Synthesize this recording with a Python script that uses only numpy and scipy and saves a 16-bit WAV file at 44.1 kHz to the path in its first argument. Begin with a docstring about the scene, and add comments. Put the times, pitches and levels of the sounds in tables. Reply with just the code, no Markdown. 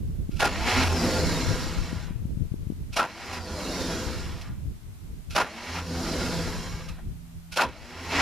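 """A starter motor cranks a cold truck engine four times; it never catches. Coloured noise carries the scrape,
rasp, whir and rumble, and sines at orders of the shaft speed sing as it spins up and sags under compression.
Chatter filtered by the castings gives the clatter of the pinion into the ring gear; sines near the pipe modes
give the exhaust booms. Gusts of low noise and pointed buffets thump two microphone ports over a faint hiss."""
import sys
import numpy as np
from scipy import signal
from scipy.fft import rfft, irfft, next_fast_len
from scipy.io import wavfile
from scipy.ndimage import uniform_filter1d

SR = 44100
rng = np.random.default_rng(int(sys.argv[2]) if len(sys.argv) > 2 else 0)


def generate_wav(sig):
    """Save sig (samples, or channels by samples) to the path in sys.argv[1] as 16-bit PCM at SR."""
    pcm = np.round(np.clip(np.atleast_2d(sig).T, -1, 1) * 32767).astype(np.int16)
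    wavfile.write(sys.argv[1], SR, pcm)


N = 362061
TIME = np.arange(N) / SR

# Levels are relative: filters and layer gains follow. Spectra are scaled to unit energy.
# Metal blows as the pinion engages and lets go:
# [t/s, level/dB, treble level re blow/dB, t60/s, mode f/Hz, mode level re blow/dB]
BLOWS = [(0.397, -12, -12.5, 0.17, 1490, -28), (0.421, -9, -27, 0.21, 1417, -8),
         (0.446, -17.5, -4, 0.089, 867, 9), (0.82, -19.5, -14, 0.59, 793, -10.5),
         (1.769, -38, -14, 0.2, 990, -16), (2.965, -11, -13.5, 0.17, 649, -8),
         (2.989, -11, -31, 0.14, 1388, 2), (3.019, -19.5, -30, 0.17, 984, -0.5),
         (3.329, -28.5, -2.5, 0.091, 743, 4), (3.374, -27, -33, 0.14, 1384, -4),
         (4.412, -45, 8, 0.08, 780, -6), (5.354, -10, -14.5, 0.15, 650, -8),
         (5.373, -10, -28, 0.24, 1382, -12), (5.402, -6, -18, 0.071, 1034, -0.6),
         (5.744, -20, -14, 0.096, 870, -5), (5.783, -29, -29, 0.13, 1370, -1),
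         (6.889, -29, 2.5, 0.043, 1270, 6), (2.07, -42, -18, 0.22, 985, -12),
         (6.982, -31.5, -29, 0.1, 747, -11), (7.566, -11, -13.5, 0.14, 676, -11),
         (7.588, -3.5, -31, 0.11, 1425, -5.5), (7.614, -2.5, -15, 0.069, 675, -8),
         (7.623, -20.5, -46, 0.15, 957, 5.5)]
# The pinion slides out before each engagement: [t/s, level/dB]
SLIDES = [(.309, -54.5), (.359, -48.5), (2.925, -45.5), (5.302, -45.5), (7.517, -41.5)]
# Common to all slides: [treble level re blow/dB, t60/s, mode f/Hz, mode level re blow/dB]
SLIDE_SOUND = (0.5, 0.48, 1409.5, -2)
# Starting attempts: [spin-up start t/s, load onset t/s, hardest cranking t/s, stop t/s, shudder level/dB,
# spin level/dB, cranking level/dB, singing level/dB, passing PASSING_TURNS t/s, sag onset t/s]
TRIES = [(.46, 0.831, 1.065, 2.052, -35, -26.5, -34, -32, 0.57, 0.91),
         (3.04, 3.374, 3.82, 4.477, -49, -37, -38, -38.5, 3.11, 3.31),
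         (5.43, 5.794, 6.164, 6.92, -51, -35, -37, -41, 5.49, 5.8),
         (7.64, 8.231, 8.1, 9.3, -37, -35.5, -50, -54, 7.755, 8.5)]
# The spin-up grinds suddenly harder: [start t/s, end t/s, start lift/dB, end lift/dB]
SURGES = [(0.677, 0.852, 7, 0.83), (8.118, 8.3, 8.5, 17)]
# Three groups of sung shaft orders, rows of each: [multiple of the shaft speed, level/dB]
SHAFT_ORDERS = [
    [(2, 0.5), (6, -5), (6.6, -4.5), (8, -5.5)],
    [(3, -0.3), (5, -5.5)],
    [(41, -5.5), (42, -7), (49, -12)],
]
# Held notes of the exhaust pipe: [start t/s, end t/s, f/Hz, start level/dB, end level/dB]
BOOMS = [(0.74, 0.954, 84, -29.5, -25), (.97, 1.074, 168, -39, -32), (0.976, 1.096, 240, -40, -33),
         (1.07, 1.227, 511, -35, -36), (5.904, 6.286, 251.4, -42.5, -37), (7.21, 7.345, 245, -57, -59),
         (3.31, 3.454, 84, -45, -44), (5.697, 5.938, 84, -39, -41.5), (5.873, 7.62, 168, -47, -49.5),
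         (7.95, 8.302, 84, -50, -30), (8.078, 8.3, 168, -50, -43)]
# Pipe resonances in the rumble: [multiple of PIPE_HZ, width/Hz, lift/dB]
PIPE_RESONANCES = [(3, 6.5, 8.5), (4, 7, 6), (6.1, 6.1, 11), (7.9, 25, 9.5)]
# Resonances of the starter and block castings: [f/Hz, width/Hz, lift/dB]
CASTING = [(660, 50, 4), (829, 60, 5), (980, 35, 6), (1400, 45, 6), (1600, 70, 3), (1885, 50, 5),
           (2230, 90, 5), (2620, 50, 4), (2810, 50, 4), (3290, 60, 4), (4090, 70, 6), (4270, 45, 3),
           (4880, 65, 4), (5230, 55, 3), (5510, 60, 5), (5690, 50, 4), (6100, 50, 3), (6740, 60, 5),
           (6970, 60, 5), (7530, 60, 4)]

# Spectra of the blows, body and treble: [f/Hz, level/dB]
CLACK = [(88, -42), (150, -17), (466, -9.5), (710, -6.5), (1140, -8.5), (1370, -7.5), (1630, -9),
         (3500, -33.5), (4550, -46.5), (7700, -120)]
SIZZLE = [(1470, -40.5), (2500, -3), (2710, -6), (3070, -10), (5400, -10.5), (8320, -21), (10400, -16.5),
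          (14400, -26.5)]
# Spectra of the scraping teeth, their rasp in the spin-up, the brushes and the block: [f/Hz, level/dB]
GRIND = [(290, -38.5), (500, 2), (552, -7.5), (828, -5.5), (942, -3), (1580, -3.5), (1950, -6),
         (3100, -8.5), (4030, -11.5), (6820, -120)]
STRAIN = [(240, -32), (400, -7.5), (840, -4), (1310, -3), (1500, -6), (2000, -2), (2900, -5.5),
          (3500, -10.5), (5500, -15), (9100, -37), (15400, -120)]
WHIR = [(1710, -24.5), (2900, -20), (3120, -18), (3980, -0.5), (5560, 1.5), (6150, -4), (6800, -2.5),
        (8260, -9.5), (11500, -10), (14400, -18)]
RUMBLE = [(24, -19), (40, -2), (75, -2), (130, -8.5), (246, -5), (459, -7.5), (506, -6.5), (550, -14.5),
          (1100, -24), (1430, -29), (2420, -120)]
# Spectra of the wind at a port and of the microphone hiss: [f/Hz, level/dB]
GUST = [(7.1, -48), (12, -3), (69, 3.5), (86, 1.5), (108, -0.5), (213, -10.5), (367, -20.5), (665, -36.5),
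        (700, -42.5), (910, -60), (1540, -120)]
HISS = [(350, -41), (600, 2.5), (1520, -1), (1740, -3), (2010, -2), (4970, -5.5), (12500, -7),
        (14400, -7.5)]

# Wind strength at the two ports: [t/s, left level/dB, right level/dB]
WIND = [(0, -30, -22.5), (.45, -34.5, -31.5), (.62, -27.5, -34), (1.05, -41.5, -32), (1.502, -26, -33),
        (1.9, -28, -33.5), (2.5, -31.5, -32), (2.9, -35.5, -35), (3.05, -48, -51), (3.449, -56, -44),
        (3.95, -30.5, -39), (4.45, -31.5, -30.5), (4.851, -36.5, -42), (5.33, -39, -34.5), (5.5, -58, -51),
        (5.8, -47, -55), (6.3, -34, -34.5), (7.1, -37.5, -37), (7.5, -43.5, -43), (7.8, -48, -50),
        (8.21, -68, -54)]
# Single buffets of wind: [t/s, left level/dB, right level/dB, f/Hz]
BUFFETS = [(.1, -26, -22, 98), (.183, -40, -31, 132), (0.294, -16.5, -56, 175), (1.931, -16, -50, 180),
           (2.109, -18.5, -31, 127.3), (2.161, -20.5, -50, 93.4), (2.255, -16.5, -37, 127),
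           (2.374, -16, -47, 127), (2.409, -19, -41, 127), (2.52, -17, -44, 105), (2.542, -18, -40, 186),
           (2.671, -18.5, -31, 107), (2.703, -15.5, -43, 195), (2.723, -22.5, -40, 166),
           (2.812, -31, -50, 90), (4.688, -39, -39, 68), (5.107, -50, -32.5, 64.6), (6.749, -25, -31, 74)]
# Likeness of the ports, as correlation: [f/Hz, correlation]
SAME = [(100, 0.98), (1000, .99), (2900, 0.93), (4500, 0.84), (6400, 0.37), (9000, 0.11), (14000, -0.43)]
# Balance of the ports: [f/Hz, left minus right level/dB]
TILT = [(60, -4.5), (180, -1), (530, 0.0), (1580, -0.5), (4700, -2.5), (14000, 0)]

# How each layer answers the phases of a try: [shudder level/dB, spin level/dB, share of a surge,
# cranking level/dB, drop at load onset re hardest/dB, drop at stop re hardest/dB, final fade/(dB/s)]
GRIND_RULE = (2, -10.5, 0.5, 0.3, 13.5, 13, 88)
STRAIN_RULE = (-40, -0.76, 1.05, -30, 13, 13, 110)
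WHIR_RULE = (-34, -7.5, 0.69, -0.2, 14, 19, 198)
RUMBLE_RULE = (5, -8.5, 0.84, 4.5, 13.5, 25, 58)
PIPE_RULE = (-40, -39, 1, -4, 6.5, 14, 96)
# One row for each group of orders, same columns, cranking counted from the singing level
SONG_RULES = [(-30, -10, 1, -3, 11, 190, 100), (-24, -12, 0.65, -2, 21, 34, 100),
              (-40, -18, .3, -5.5, 6.8, 88, 100)]

PIPE_HZ = 84.0  # lowest pipe mode
RISE_S = 0.0083  # half the rise time of a blow
PASSING_TURNS, FREE_TURNS, SAG_TURNS = 100, 147, 58  # turns per second
SPIN_S, SAG_S = .22, .55  # time constants of the run-up and the sag
WOBBLE, LOADED_WOBBLE = .01, .01  # rms share of the speed: always, and added while it falls
SHUDDER_DB_PER_S, LOAD_DB_PER_S = 234, 364  # die-away of the shudder, cut of the spin by the load
SPIN_DB_PER_S, SONG_DB_PER_S = 34, 23  # climb in the spin-up: noise layers, singing
HISS_DB, EDGE_HZ = -60, 14350  # relative hiss level, upper band limit


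def gain_of(db):
    """Decibel law: a level difference as an amplitude ratio."""
    return 10 ** (np.asarray(db) / 20)


def evened(x):
    """Normalization to a root mean square of 1."""
    return x / np.sqrt(np.mean(x ** 2) + 1e-20)


def read(points, hz):
    """Interpolation of a spectrum along a logarithmic frequency axis."""
    f, value = np.transpose(points)
    return np.interp(np.log(hz + 1), np.log(f + 1), value)


def colour(x, spectrum, modes=()):
    """Minimum-phase filtering: a causal response of unit energy, with resonant lifts on a spectrum."""
    hz = abs(np.fft.fftfreq(16384, 1 / SR))
    db = read(spectrum, hz)
    for f, width, lift in modes:
        db = db + lift / (1 + (2 * (hz - f) / width) ** 2)
    log_gain = np.log(gain_of(np.maximum(db, -100)))
    # the Hilbert transform of the log gain supplies the phase
    taps = np.fft.ifft(np.exp(np.conj(signal.hilbert(log_gain)))).real[:8192]
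    taps = taps / np.linalg.norm(taps)
    return signal.oaconvolve(x, taps.reshape((1,) * (x.ndim - 1) + (-1,)), axes=-1)[..., :N]


def lumps(rate_hz, depth_db, channels=1):
    """Random amplitude modulation: low-passed noise read as decibels, a gain of rms 1."""
    slow = signal.lfilter(*signal.butter(2, rate_hz, fs=SR), rng.standard_normal((channels, N)))
    return evened(gain_of(depth_db * evened(slow)))


def patchy(x, depth_db):
    """Wandering resonance: narrow, lingering streaks rise and sink, as loose parts take turns to hum."""
    z = signal.stft(x, nperseg=1024)[2]
    streaks = uniform_filter1d(rng.standard_normal(z.shape[1:]), size=12, axis=1)
    gain = gain_of(depth_db * evened(streaks))
    return evened(signal.istft(z * gain, nperseg=1024)[1][:, :N])


def window(start, end, fade_s=0.036):
    """Gating: a gain of 1 between two moments, with a squared fade outside."""
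    return np.clip(np.minimum(TIME - start, end - TIME) / fade_s + 1, 0, 1) ** 2


def add(mix, at, sound):
    """Superposition of a sound on the mix from a sample index."""
    mix[:, at:at + sound.shape[1]] += sound


def ports(x):
    """Coherence of close ports: the first row of x is shared, the second opposed, more so in the treble."""
    size = next_fast_len(N)
    hz = np.fft.rfftfreq(size, 1 / SR)
    half_angle = np.arccos(np.clip(read(SAME, hz), -1, 1)) / 2
    mid, side = rfft(x, size) * [np.cos(half_angle), np.sin(half_angle)]
    tilt = gain_of(read(TILT, hz) / 2)
    return irfft(np.array([(mid + side) * tilt, (mid - side) / tilt]), size)[:, :N]


def speed():
    """Exponential approach: turns per second run up towards the free speed, then sag under load."""
    out = np.full(N, float(SAG_TURNS))
    for start, load, *_, passing, sags in TRIES:
        run_s = np.clip(TIME, start, min(load, sags)) - passing
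        rise = FREE_TURNS - (FREE_TURNS - PASSING_TURNS) * np.exp(-run_s / SPIN_S)
        sag = np.exp(-np.maximum(TIME - sags, 0) / SAG_S)
        out = np.where(TIME < start, out, SAG_TURNS + (rise - SAG_TURNS) * sag)
    return uniform_filter1d(out, size=2000)


def effort(rule, sings=False):
    """Power sum of three phases: a dying shudder, a climbing spin cut by the load, the arch of cranking."""
    shudder_db, spin_db, share, crank_db, climb_db, sag_db, stop_db_per_s = rule
    surge_db = share * sum(np.interp(TIME, [a, b], db) * window(a, b) for a, b, *db in SURGES)
    climb_db_per_s = SONG_DB_PER_S if sings else SPIN_DB_PER_S
    power = np.zeros(N)
    for start, load, hardest, stop, shudder, spin, crank, song, *_ in TRIES:
        before, after = np.maximum(load - TIME, 0), np.maximum(TIME - load, 0)
        climb = climb_db * ((hardest - TIME) / (hardest - load)) ** 2
        sag = sag_db * ((TIME - hardest) / (stop - hardest)) ** 2
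        arch = np.where(TIME < hardest, climb, sag) + stop_db_per_s * np.maximum(TIME - stop, 0)
        phases = [shudder + shudder_db - SHUDDER_DB_PER_S * abs(TIME - start),
                  spin + spin_db + surge_db - climb_db_per_s * before - LOAD_DB_PER_S * after,
                  (song if sings else crank) + crank_db - arch]
        power += (gain_of(phases) ** 2).sum(0) * window(start, stop + 1) ** 2
    return np.sqrt(power)


def microphone_hiss(dry):
    """Gain reduction: sound above the wind's range pulls the hiss down, and it creeps back."""
    heard = signal.lfilter(*signal.butter(2, 400, "high", fs=SR), dry)
    power_db = 10 * np.log10(abs(uniform_filter1d((heard ** 2).mean(0), 900)) + 1e-12)
    recovery = TIME * 10.0  # the held peak falls 10 dB per second
    held_db = np.maximum.accumulate(power_db + recovery) - recovery
    over_db = np.maximum(held_db + 34.5, 0)
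    hiss = np.sqrt(2) * gain_of(HISS_DB) * colour(rng.standard_normal((2, N)), HISS)
    return hiss / gain_of(0.42 * uniform_filter1d(over_db, 400))


def wind():
    """Turbulent pressure: lumpy low noise, unrelated between ports, and buffets with pointed crests."""
    s, left_db, right_db = np.transpose(WIND)
    level = gain_of([np.interp(TIME, s, left_db), np.interp(TIME, s, right_db)])
    gusts = colour(rng.standard_normal((2, N)) * lumps(7.6, 4.4, channels=2), GUST)
    out = gusts * level * lumps(2.23, 0.74, channels=2)
    t = np.arange(-1000, 1000) / SR
    for s, left_db, right_db, hz in BUFFETS:
        u = np.pi * hz * t
        pulse = (1 - 2 * u ** 2) * np.exp(-u ** 2)
        crest = .4 * np.exp(-(u / .28) ** 2)
        add(out, round(s * SR) - 1000, np.outer(-gain_of([left_db, right_db]), pulse + crest))
    return out


def exhaust():
    """Pipe resonance: air pumped by the pistons puffs two low modes and at times holds a drifting note."""
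    drift = 1 + 0.015 * evened(uniform_filter1d(rng.standard_normal(N), 2500))
    cycle = 2 * np.pi * np.cumsum(drift) / SR  # phase of a 1 Hz tone
    puffs = sum(np.sin(k * PIPE_HZ * cycle) * lumps(7.2, 6.0)[0] for k in (1, 2))
    out = puffs * effort(PIPE_RULE)
    for start, end, hz, from_db, to_db in BOOMS:
        level = gain_of(np.interp(TIME, [start, end], [from_db, to_db]))
        out += np.sin(hz * cycle) * level * window(start, end, fade_s=0.035)
    return np.sqrt(2) * out


def blows():
    """Impact excitation: a dying shower of chatter drives the castings; where it lands favours one mode."""
    body, treble, ring = np.zeros((3, N + SR))
    t = np.arange(SR // 2) / SR
    for s, db, treble_db, t60, hz, ring_db in BLOWS + [row + SLIDE_SOUND for row in SLIDES]:
        rise = np.minimum(t / (2 * RISE_S), 1) ** 2
        shape = gain_of(db - 60 * t / max(t60, .01)) * rise
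        at = round((s - RISE_S) * SR)  # the given moment falls midway through the rise
        body[at:][:len(t)] += shape
        treble[at:][:len(t)] += shape * gain_of(treble_db)
        waver_hz = 60.0 * evened(uniform_filter1d(rng.standard_normal(len(t)), 150))
        phase = 2 * np.pi * np.cumsum(hz + waver_hz) / SR
        ring[at:][:len(t)] += shape * gain_of(ring_db) * np.sin(phase)
    chatter = rng.standard_normal((2, N)) * lumps(120, 2.5)
    clack = 0.42 * colour(chatter * body[:N], CLACK, CASTING)
    sizzle = 1.6 * colour(chatter * treble[:N], SIZZLE, CASTING)
    return clack + sizzle + ring[:N]


def starter():
    """Rotating machinery: teeth scrape and knock, brushes whir, the block rumbles, the armature sings orders."""
    turn_rate = speed()
    slowed = np.gradient(turn_rate) < 0
    unsteadiness = evened(uniform_filter1d(rng.standard_normal(N), 1500))
    turns = np.cumsum(turn_rate * (1 + (WOBBLE + LOADED_WOBBLE * slowed) * unsteadiness)) / SR
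    teeth = lumps(430, 0.29) * lumps(19, 0.92)
    knock = .35 * evened(np.diff(np.floor(turns), prepend=0))  # one a turn
    scrape = (rng.standard_normal((2, N)) + knock) * teeth
    grind = patchy(colour(scrape, GRIND, CASTING), depth_db=3.1)
    whir = patchy(colour(rng.standard_normal((2, N)) * lumps(45, 0.58), WHIR, CASTING), depth_db=3.5)
    rasp = (rng.standard_normal((2, N)) + knock) * teeth * lumps(60, 0.53)
    strain = colour(rasp, STRAIN, CASTING)
    pipe = [(k * PIPE_HZ, width, lift) for k, width, lift in PIPE_RESONANCES]
    rumble = colour(rng.standard_normal((2, N)) * lumps(31, 1.0), RUMBLE, pipe)
    out = grind * effort(GRIND_RULE) + whir * effort(WHIR_RULE)
    out += rumble * effort(RUMBLE_RULE) + strain * effort(STRAIN_RULE)
    for rule, orders in zip(SONG_RULES, SHAFT_ORDERS):
        level = effort(rule, sings=True)
        for k, db in orders:
            tone = np.sqrt(2) * gain_of(db) * np.sin(2 * np.pi * k * turns)
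            out += tone * lumps(14, 4.2) * level
    return out


def scene():
    """Superposition: the truck reaches both ports, and the wind acts on them directly."""
    return ports(blows() + starter() + exhaust()) + wind()


def record(dry):
    """Saturation and band limiting: hiss joins the sound, peaks are rounded, the top is cut."""
    wet = dry + microphone_hiss(dry)
    ceiling = .34
    edge = signal.firwin(2047, EDGE_HZ, window=("kaiser", 10), fs=SR)
    return signal.oaconvolve(ceiling * np.tanh(wet / ceiling), edge[None], "same")


dry = scene()
out = record(dry)
generate_wav(out)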